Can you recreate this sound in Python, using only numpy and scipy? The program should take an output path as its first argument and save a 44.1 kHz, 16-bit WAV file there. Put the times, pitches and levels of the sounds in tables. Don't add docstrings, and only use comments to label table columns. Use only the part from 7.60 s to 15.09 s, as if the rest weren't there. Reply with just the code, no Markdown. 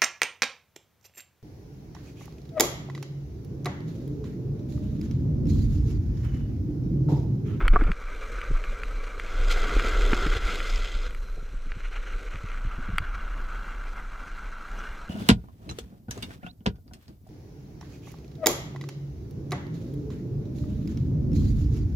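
import sys
import numpy as np
from scipy import signal
from scipy.fft import rfft, irfft
from scipy.io import wavfile
from scipy.ndimage import uniform_filter1d, map_coordinates

SR = 44100
rng = np.random.default_rng(int(sys.argv[2]) if len(sys.argv) > 2 else 0)


def log_audio(samples):
    frames = np.atleast_2d(samples).T
    limited = np.clip(frames, -1, 1)
    pcm = np.round(limited * 32767).astype(np.int16)
    wavfile.write(sys.argv[1], SR, pcm)


N = 330309
TIME = np.arange(N) / SR
HZ = np.fft.rfftfreq(N, 1 / SR)


def amp(db):
    return 10 ** (np.asarray(db) / 20)


def evened(x):
    return x / np.sqrt(np.mean(x ** 2) + 1e-20)


def level(rows):
    s, db = np.transpose(rows)
    return amp(np.interp(TIME, s, db))


def shape(points):
    hz, db = np.transpose(points)
    return amp(np.interp(np.log(HZ + 1), np.log(hz), db))


def body(modes, bed):
    peaks = 0
    for hz, width, db in modes:
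        peaks = peaks + amp(db) ** 2 / (1 + ((HZ - hz) / width) ** 2 * 2) ** 2
    return np.sqrt(peaks + shape(bed) ** 2)


def ring(x, gain):
    cepstrum = irfft(np.log(gain + 1e-6), N)
    cepstrum[1:N // 2] *= 2
    cepstrum[N // 2:] = 0
    return irfft(rfft(x) * np.exp(rfft(cepstrum)), N)


def coloured(points):
    return irfft(rfft(rng.standard_normal(N)) * shape(points), N)


def tinted(x, bands):
    gain_db = sum(db / (1 + ((HZ - hz) / half_width) ** 2) for hz, half_width, db in bands)
    return ring(x, amp(gain_db))


def wander(rate_hz):
    return evened(irfft(rfft(rng.standard_normal(N)) / (1 + (HZ / rate_hz) ** 2), N))


def grains(per_s, spread_db):
    size = amp(spread_db * np.minimum(rng.exponential(1, N), 4))
    sign = rng.choice([-1, 1], N)
    lands = rng.random(N) < per_s / SR
    return evened(size * sign * lands)


def bent(x, ratio):
    return map_coordinates(x, [np.cumsum(ratio)], order=3, mode="wrap")


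def patchy(x, patchy_db, size):
    z = signal.stft(x, nperseg=512, noverlap=384)[2]
    patches = uniform_filter1d(rng.standard_normal(z.shape), size=size[0], axis=0)
    patches = uniform_filter1d(patches, size=size[1], axis=1)
    return signal.istft(z * amp(patchy_db * evened(patches)), nperseg=512, noverlap=384)[1][:N]


def held(start, attack, end, release):
    return np.clip(np.minimum((TIME - start) / attack, (end - TIME) / release), 0, 1)


def swell(length, lean):
    return np.sin(np.pi * np.linspace(0, 1, round(max(length, .004) * SR)) ** lean) ** 2


def bump(middle, length):
    return np.cos(np.pi * np.clip((TIME - middle) / length, -.5, .5)) ** 2


def add(mix, s, sound):
    part = mix[max(round(s * SR), 0):][:len(sound)]
    part += sound[:len(part)]


def strike(modes, t):
    sound = 0
    for k, (hz, db, t60) in enumerate(modes):
        decay = np.exp(-np.log(1000) * t / t60)
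        sound = sound + (-1) ** k * amp(db) * decay * np.sin(2 * np.pi * hz * t)
    return sound / abs(sound).max()


CROUCH_START_S, CROUCH_DOWN_S, CROUCH_END_S, CROUCH_UP_S = 0.037, 0.33, 5.09, 0.35


def crouching():
    return held(CROUCH_START_S, CROUCH_DOWN_S, CROUCH_END_S, CROUCH_UP_S)


SLIDE_START_S, SLIDE_BREAK_S, SLIDE_END_S, SLIDE_GRIP_S = 1.56, 0.4, 3.62, 0.28


def drifting(fade):
    return held(SLIDE_START_S, fade, SLIDE_END_S, fade)


# time_s, level_db
WIND_PRESSURE = [(0.4, -30.5), (1.5, -30.5), (2.45, -20), (3.0, -27.5), (4.7, -33.5), (5.6, -27),
                 (6.0, -31.5), (7.49, -37.5)]
# middle_s, level_db, length_s
WIND_GUSTS = [(0.097, -12.5, 0.22), (0.235, -15, 0.24), (0.936, -21.5, 0.13), (1.863, -29.5, 0.5),
              (2.17, -16.5, 0.047), (2.846, -25, 0.14), (3.167, -26.5, 0.14), (3.358, -23, 0.048),
              (5.076, -22.5, 0.04), (7.31, -31, 0.064)]
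# frequency_hz, level_db
WIND_SPECTRUM = [(8, -30), (20, 0.5), (30, 4), (37, 0), (48, -11), (64, -20.5), (90, -28.5), (140, -38),
                 (300, -40.5), (1000, -101.5)]


def buffeting(wind_db=-1.0, steadiness=0.34, flutter_db=1.5):
    swirl = signal.hilbert(coloured(WIND_SPECTRUM))
    strength = np.sqrt(uniform_filter1d(abs(swirl) ** 2, size=2200))
    pressure = level(WIND_PRESSURE) * amp(flutter_db * wander(rate_hz=8.4))
    for s, db, length in WIND_GUSTS:
        pressure = pressure + amp(db) * bump(s, length)
    return evened(swirl.real / strength ** steadiness) * pressure * amp(wind_db)


# start_s, level_db, length_s
GLOVE_RUBS = [(0.0, -29.5, 0.086), (0.047, -34, 0.059), (0.129, -30, 0.086), (0.188, -35, 0.12),
              (0.264, -36, 0.099)]
# frequency_hz, level_db
LEATHER_SPECTRUM = [(100, -8), (380, 3.5), (850, -10.5), (1100, -4), (1350, 4.5), (1850, -11), (2200, -5.5),
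                    (2800, -18.5), (3450, -21), (4100, -33), (15000, -52)]


def rubbing(rub_db=-1.5, lean=0.32, catch_db=1.5):
    force = np.zeros(N)
    for s, db, length in GLOVE_RUBS:
        add(force, s, amp(db + rub_db) * swell(length, lean))
    slips = grains(per_s=4000, spread_db=2.0) * amp(catch_db * wander(rate_hz=97))
    return force * evened(ring(slips, shape(LEATHER_SPECTRUM)))


# frequency_hz, half_width_hz, change_db
ENTRY_TINT = [(1195, 53, 4.5), (1380, 66, -3.5), (2370, 220, 8.5), (2670, 97, -9), (3700, 200, 3)]
ENTRY_END_S, ENTRY_FADE_S = 2.05, 0.71


def entering(wheels):
    share = np.clip((ENTRY_END_S - TIME) / ENTRY_FADE_S, 0, 1)
    return share * tinted(wheels, ENTRY_TINT) + (1 - share) * wheels


LOAD_PEAK_S, LOAD_WIDTH_S, LOAD_EASE_S = 2.42, 0.4, 0.6
LOAD_SAG, LOAD_DB = 0.13, 2.5


def loaded(deck):
    width = np.where(TIME < LOAD_PEAK_S, LOAD_WIDTH_S, LOAD_EASE_S)
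    load = np.exp(-((TIME - LOAD_PEAK_S) / width) ** 2)
    return bent(deck, 1 - LOAD_SAG * load) * amp(LOAD_DB * load)


# time_s, level_db
ROAD_DRIVE = [(0.33, -50), (0.53, -46), (0.69, -43), (0.89, -44.5), (1.44, -46), (1.64, -43.5),
              (2.14, -34.5), (2.82, -37), (2.98, -39.5), (3.38, -48), (3.6, -52.5), (3.9, -56), (4.14, -55),
              (4.44, -49.5), (5.6, -43.5), (6.05, -44.5), (6.45, -46), (6.68, -44), (6.98, -47),
              (7.22, -41.5), (7.49, -47.5)]
CRUISE_DB = -43.5
# frequency_hz, width_hz, level_db
WHEEL_RESONANCES = [(1170, 110, -11), (1351, 100, 0), (1492, 220, -2), (2085, 170, -11), (2322, 71, -11),
                    (2736, 150, -10.5), (3260, 124, -19)]
# frequency_hz, level_db
WHEEL_NOISE = [(60, -30), (170, -18), (500, -18), (850, -25), (1030, -3.5), (1800, -12.5), (3000, -31.5),
               (5000, -35.5), (15000, -70)]
# frequency_hz, width_hz, level_db
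DECK_RESONANCES = [(328, 180, -7.5), (431, 77, 2.5), (489, 88, 4.5), (730, 65, -11)]
# frequency_hz, level_db
DECK_NOISE = [(40, -28), (68, 1), (150, -10.5), (270, -5.5), (600, -2), (1000, -28), (4000, -71)]
# frequency_hz, width_hz, level_db
GRIT_RESONANCES = [(3700, 850, 3), (4090, 240, 7), (4700, 120, -0.5), (5090, 120, 2.5), (5840, 170, 2.5),
                   (6120, 1050, -1), (6810, 360, -3), (7850, 530, -3.5), (11700, 620, -15)]
# frequency_hz, level_db
GRIT_NOISE = [(500, -26), (2500, 12.5), (4500, -16), (8500, -8), (10500, -15.5), (15000, -17.5)]
SWING_S, SWING_DB = 0.52, -3.5
STRAIGHT_S, GATHER_DB_PER_S = 5.6, 1.5


def rolling(road, ring_db=1.0, growl_db=-18.5, grit_db=-59, near_growl_db=14.5, near_grit_db=6.0, grit_follow=0.55,
            ring_sway_db=1.2, grit_sway_db=1.37, slide_db=-14, waver=0.014, flutter_db=1.0):
    drive, near = level(ROAD_DRIVE), crouching()
    wheels = evened(ring(grains(per_s=5000, spread_db=2.5), body(WHEEL_RESONANCES, WHEEL_NOISE)))
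    wheels = bent(wheels, 1 + waver * wander(rate_hz=9.06)) * amp(flutter_db * wander(rate_hz=15))
    wheels = entering(wheels) * amp(ring_db)
    deck = evened(ring(grains(per_s=3000, spread_db=-1.5), body(DECK_RESONANCES, DECK_NOISE)))
    deck = loaded(deck) * amp(growl_db + near_growl_db * near)
    low = drive * (wheels + deck) * amp(ring_sway_db * road)

    grit = evened(ring(grains(per_s=7600, spread_db=2.5), body(GRIT_RESONANCES, GRIT_NOISE)))
    grit = grit * amp(slide_db * drifting(fade=0.98))
    grit = grit * (drive / amp(CRUISE_DB)) ** grit_follow
    grit = grit * amp(SWING_DB * np.maximum(1 - (TIME / SWING_S) ** 2, 0))
    grit = grit * amp(GATHER_DB_PER_S * np.maximum(TIME - STRAIGHT_S, 0))
    return low + grit * amp(grit_db + near_grit_db * near + grit_sway_db * road)


# frequency_hz, level_db
RUSH_SPECTRUM = [(60, -3), (200, 7), (450, -2), (750, 1), (1050, 1.5), (1800, -37), (5000, -31.5)]


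def rushing(rush_db=-52.5, sway_db=2.0, shelter_db=-7, follow=0.39):
    roar = evened(coloured(RUSH_SPECTRUM)) * (level(ROAD_DRIVE) / amp(CRUISE_DB)) ** follow
    return roar * amp(rush_db + sway_db * wander(rate_hz=18.0) + shelter_db * crouching())


# frequency_hz, level_db
HISS_SPECTRUM = [(100, -8), (1500, -25), (4000, -8), (7500, 5), (15000, 4.5)]
HISS_DB = -81.5


def hissing(crosswind_db=-53, crosswind_s=0.38, lean=0.75):
    out = evened(coloured(HISS_SPECTRUM)) * amp(HISS_DB)
    gust = swell(crosswind_s, lean)
    add(out, 0, amp(crosswind_db) * gust * evened(coloured(EDDY_SPECTRUM))[:len(gust)])
    return out


# start_s, peak_db, centre_hz (top_ratio sets the cutoff above it)
EDDIES = [(0.03, -19.5, 69.3), (0.128, -30, 172), (0.286, -23, 150), (0.901, -27.5, 110), (1.8, -30, 85),
          (2.66, -24.5, 300), (2.755, -25, 79.5), (3.768, -36, 603), (3.812, -38, 238), (3.926, -39, 260),
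          (4.056, -35.5, 220), (4.156, -32, 170), (4.549, -38.5, 380), (4.739, -30.5, 150),
          (4.836, -27, 188), (5.042, -28.5, 144), (5.179, -29, 287), (5.282, -25.5, 170), (5.326, -23, 137),
          (5.402, -25, 119)]
# frequency_hz, level_db
EDDY_SPECTRUM = [(30, -5.5), (85, 7.5), (150, 0.5), (290, -1.5), (450, 1.5), (800, -8), (2000, -23)]
EDDY_S = 0.042


def puffs(puff_db=0.0, lean=0.52, top_ratio=1.12):
    out, hump = np.zeros(N), swell(EDDY_S, lean)
    noise = coloured(EDDY_SPECTRUM)
    for s, db, hz in EDDIES:
        dull = signal.lfilter(*signal.butter(3, top_ratio * hz, fs=SR), noise)
        thud = hump * dull[round(s * SR):][:len(hump)]
        add(out, s, amp(db + puff_db) * thud / abs(thud).max())
    return out


# start_s, level_db, treble_share_db
SHARP_TICKS = [(0.08, -13, -25.5), (0.2378, -29, -26), (0.317, -22.5, -30), (0.8148, -27.5, -27),
               (1.039, -28.5, -36), (1.234, -25, -32), (1.442, -37, -25), (1.5976, -23.5, -27),
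               (1.9094, -28, -15), (2.094, -25, -27), (2.1966, -20, -26), (2.532, -16.5, -42),
               (2.668, -22.5, -47), (3.0031, -23, -36), (3.5077, -38, -17), (3.548, -33, -19),
               (4.1188, -29.5, -54), (4.7576, -34, -33), (4.917, -35, -24), (4.9742, -37, -45),
               (5.3828, -14, -19)]
# frequency_hz, level_db, t60_s
HOUSING_MODES = [(1340, 0, 0.012), (2045, 5, 0.0043), (2424, -0.5, 0.012), (2870, -13, 0.023),
                 (3300, -14, 0.016), (4550, -24, 0.029)]
# frequency_hz, level_db, t60_s
CRACK_MODES = [(7850, -3, 0.0073), (8820, -2, 0.005), (11100, -1, 0.0031), (14800, -11, 0.0059)]


def ticks(tick_db=3.0, crack_db=6.0, detune=0.054, rattle_db=-9.0, rattle_s=0.0035,
          low_hz=1400, high_hz=3000, contact_s=0.000084):
    out, t = np.zeros(N), np.arange(SR // 20) / SR
    spots = 1 + detune * (2 * rng.random((len(SHARP_TICKS), len(HOUSING_MODES))) - 1)
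    contacts = rng.standard_normal((len(SHARP_TICKS), len(t))) * np.exp(-t / rattle_s)
    rattles = signal.lfilter(*signal.butter(2, [low_hz, high_hz], "bandpass", fs=SR), contacts)
    onset = 1 - np.exp(-t / contact_s)
    for (s, db, treble_db), spot, rattle in zip(SHARP_TICKS, spots, rattles):
        modes = [(hz * k, mode_db, t60) for (hz, mode_db, t60), k in zip(HOUSING_MODES, spot)]
        hit = amp(tick_db) * strike(modes, t) * onset
        hit = hit + amp(rattle_db) * rattle / abs(rattle).max()
        crack = amp(treble_db + crack_db) * strike(CRACK_MODES, t)
        add(out, s, amp(db) * (hit + crack))
    return out


def blows(rows, modes, rattle, rattle_s=0.012):
    out, t = np.zeros(N), np.arange(SR // 10) / SR
    contact = swell(rattle_s, lean=0.69)
    for (s, db, pitch), chatter in zip(rows, rng.standard_normal((len(rows), len(t)))):
        impact = np.r_[1, rattle * contact * chatter[:len(contact)]]
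        sound = np.convolve(strike(modes, t * pitch), impact)
        add(out, s, amp(db) * sound / abs(sound).max())
    return out


# start_s, level_db, pitch_ratio
POLE_KNOCKS = [(0.1375, -27, 1.1), (0.159, -8, 0.977), (0.2109, -21, 1.18), (0.2436, -29, 1.07),
               (0.2743, -33, 1.03), (0.2915, -31, 1.06), (2.5302, -19.5, 1.25), (4.1186, -35, 1.17)]
# frequency_hz, level_db, t60_s
POLE_MODES = [(393, -2, 0.015), (724, -5, 0.026), (1188, 4, 0.024), (1340, 3.5, 0.015), (1690, -7, 0.019),
              (2260, -22, 0.02)]
# start_s, peak_db, pitch_ratio
ROAD_JOLTS = [(0.1372, -23, 0.75), (0.2187, -20.5, 1.12), (0.9098, -30, 1.5), (2.1652, -21, 1.66),
              (2.246, -24.5, 1.35), (2.5303, -16.5, 1.15), (2.6655, -23, 1.4)]
# frequency_hz, level_db, t60_s
FLEX_MODES = [(210, 2.5, 0.025), (311, -3.5, 0.042)]


def knocks(knock_db=0.5, jolt_db=0.0):
    grip = amp(knock_db) * blows(POLE_KNOCKS, POLE_MODES, rattle=0.044)
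    return grip + amp(jolt_db) * blows(ROAD_JOLTS, FLEX_MODES, rattle=0.031)


# start_s, peak_db, pitch_hz
GRIT_CHIRPS = [(1.441, -46, 4806), (2.098, -39, 5500), (3.101, -33, 5200), (3.158, -32, 5140),
               (7.1915, -43.5, 6000), (7.199, -52, 5850)]
CHIRP_S, CHIRP_WIDTH = 0.0086, 0.073


def chirps(chirp_db=0.0, lean=0.34):
    out, hump = np.zeros(N), swell(CHIRP_S, lean)
    for (s, db, hz), slips in zip(GRIT_CHIRPS, rng.standard_normal((len(GRIT_CHIRPS), SR // 10))):
        band = signal.butter(2, [hz * (1 - CHIRP_WIDTH), hz * (1 + CHIRP_WIDTH)], "bandpass", fs=SR)
        squeak = hump * signal.lfilter(*band, slips)[-len(hump):]
        add(out, s, amp(db + chirp_db) * squeak / abs(squeak).max())
    return out


# frequency_hz, width_hz, level_db
SCRUB_RESONANCES = [(1390, 45, 12.5), (2059, 115, 11), (2530, 570, 4.5), (3050, 67, -2), (3200, 46, 7),
                    (3390, 300, 3.5), (4145, 150, -0.5), (4580, 120, -5.5), (5030, 210, -0.5),
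                    (6000, 600, -10), (6640, 1000, -8.5), (7900, 270, -24)]
# frequency_hz, level_db
SCRUB_NOISE = [(200, -31), (700, 3), (900, -6.5), (1800, -23), (3800, -1), (5500, -16), (8000, -11.5),
               (8500, -20.5), (12000, -23.5), (15000, -28.5)]
SCRUB_DB, SCRUB_RANGE_DB, SCRUB_EASE_DB = -36, 18.5, 14.5
BITE_S, BITE_WIDTH_S, BITE_DB = 1.92, 0.019, 13
SIZZLE_HZ, SIZZLE_FADE_START_S, SIZZLE_FADE_S = 8300, 3, 0.89


def scrubbing(road, sway_db=1.75, rasp_db=1.3, pebble_db=-6, light_db=5.5, light_hz=1500, light_s=2.9,
              waver=0.008, bite_hz=2600):
    slips = grains(per_s=16000, spread_db=1.5) * amp(rasp_db * wander(rate_hz=160))
    slips += amp(pebble_db) * grains(per_s=140, spread_db=3.0)
    scrape = ring(slips, body(SCRUB_RESONANCES, SCRUB_NOISE))
    scrape = evened(patchy(scrape, patchy_db=1.6, size=(5, 6)))
    scrape = bent(scrape, 1 + waver * wander(rate_hz=7.16))
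    rip = scrape - signal.filtfilt(*signal.butter(2, bite_hz, fs=SR), scrape)
    bite = np.exp(-((TIME - BITE_S) / BITE_WIDTH_S) ** 2)
    scrape = scrape + rip * (amp(BITE_DB * bite) - 1)
    lightness = np.tanh(2 * (TIME - light_s))
    dark = signal.filtfilt(*signal.butter(2, light_hz, fs=SR), scrape)
    bright = scrape - dark
    scrape = dark * amp(-light_db * lightness / 2) + bright * amp(light_db * lightness / 2)
    sizzle = scrape - signal.filtfilt(*signal.butter(4, SIZZLE_HZ, fs=SR), scrape)
    scrape = scrape - sizzle * np.clip((TIME - SIZZLE_FADE_START_S) / SIZZLE_FADE_S, 0, 1)

    slip = held(SLIDE_START_S, SLIDE_BREAK_S, SLIDE_END_S, SLIDE_GRIP_S)
    progress = np.clip((TIME - SLIDE_START_S) / (SLIDE_END_S - SLIDE_START_S), 0, 1)
    force_db = SCRUB_DB - SCRUB_RANGE_DB * (1 - slip) - SCRUB_EASE_DB * progress ** 4
    return scrape * drifting(fade=0.022) * amp(force_db + sway_db * road)


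# start_s, level_db, length_s
SHOE_AND_WHEEL_SCUFFS = [(1.913, -31, 0.025), (2.721, -23.5, 0.027), (2.868, -30, 0.17),
                         (4.237, -37, 0.054), (4.323, -39, 0.027), (4.355, -34, 0.043), (4.455, -38, 0.061),
                         (4.71, -43, 0.076)]
# frequency_hz, level_db
SCUFF_SPECTRUM = [(500, -12), (1400, 10.5), (1780, 6), (2200, 7.5), (2850, 5.5), (3600, -11), (4150, -7.5),
                  (4900, -25), (5900, -11.5), (8000, -23.5), (15000, -48)]
CHATTER_START_S, CHATTER_S, CHATTER_DB = 3.86, 2.43, -51.5


def scuffs(scuff_db=-7.0, lean=0.53, chatter_lean=0.6, uneven_db=7.0):
    force = np.zeros(N)
    add(force, CHATTER_START_S, amp(CHATTER_DB) * swell(CHATTER_S, chatter_lean))
    force *= amp(uneven_db * np.tanh(wander(rate_hz=43)))
    for s, db, length in SHOE_AND_WHEEL_SCUFFS:
        add(force, s, amp(db + scuff_db) * swell(length, lean))
    return force * evened(ring(grains(per_s=5900, spread_db=3.0), shape(SCUFF_SPECTRUM)))


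# frequency_hz, width_hz, level_db
GRIP_RESONANCES = [(4080, 53, 3), (11700, 1100, -18)]
# frequency_hz, level_db
GRIP_NOISE = [(2000, -52), (9000, -28), (13500, -29), (15000, -26)]
GRIP_S, GRIP_LENGTH_S, GRIP_DB = 3.45, 0.66, -66.5


def gripping():
    force = np.zeros(N)
    add(force, GRIP_S, amp(GRIP_DB) * swell(GRIP_LENGTH_S, lean=0.49))
    return force * evened(ring(rng.standard_normal(N), body(GRIP_RESONANCES, GRIP_NOISE)))


# frequency_hz, half_width_hz, change_db
HOUSING_HOLLOWS = [(1046, 52, -10.5), (1767, 36, -9.5), (2676, 110, -5.5), (3800, 21, -3), (4950, 28, -6),
                   (8350, 150, -4.5)]
# middle_s, change_db, length_s
WHEEL_SURGES = [(1.699, 2, 0.043), (2.797, -7, 0.062), (3.01, 0.5, 0.03), (3.243, 2.5, 0.027),
                (3.453, 5.5, 0.1), (4.298, -3, 0.038), (4.695, -5, 0.025), (5.551, 6.5, 0.033),
                (6.082, 3.5, 0.099), (5.964, 2, 0.065), (6.306, 2.5, 0.12), (6.678, 5, 0.022)]


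def scene():
    road = wander(rate_hz=89)
    wind = buffeting() + rushing() + puffs()
    handling = rubbing() + ticks() + knocks()
    board = patchy(rolling(road), patchy_db=1.37, size=(6, 14)) + scrubbing(road) + scuffs()
    board = tinted(board, HOUSING_HOLLOWS)
    board = board * amp(sum(db * bump(s, length) for s, db, length in WHEEL_SURGES))
    centre = wind + handling + board + chirps() + gripping()
    side = hissing()
    return np.array([centre + side, centre - side])


EDGE_HZ = 15350


def record(dry):
    low_pass = signal.firwin(255, EDGE_HZ, window=("kaiser", 8), fs=SR)
    ends = signal.windows.tukey(N, .002)
    return signal.oaconvolve(dry * ends, low_pass[None], "same")


dry = scene()
out = record(dry)
log_audio(out)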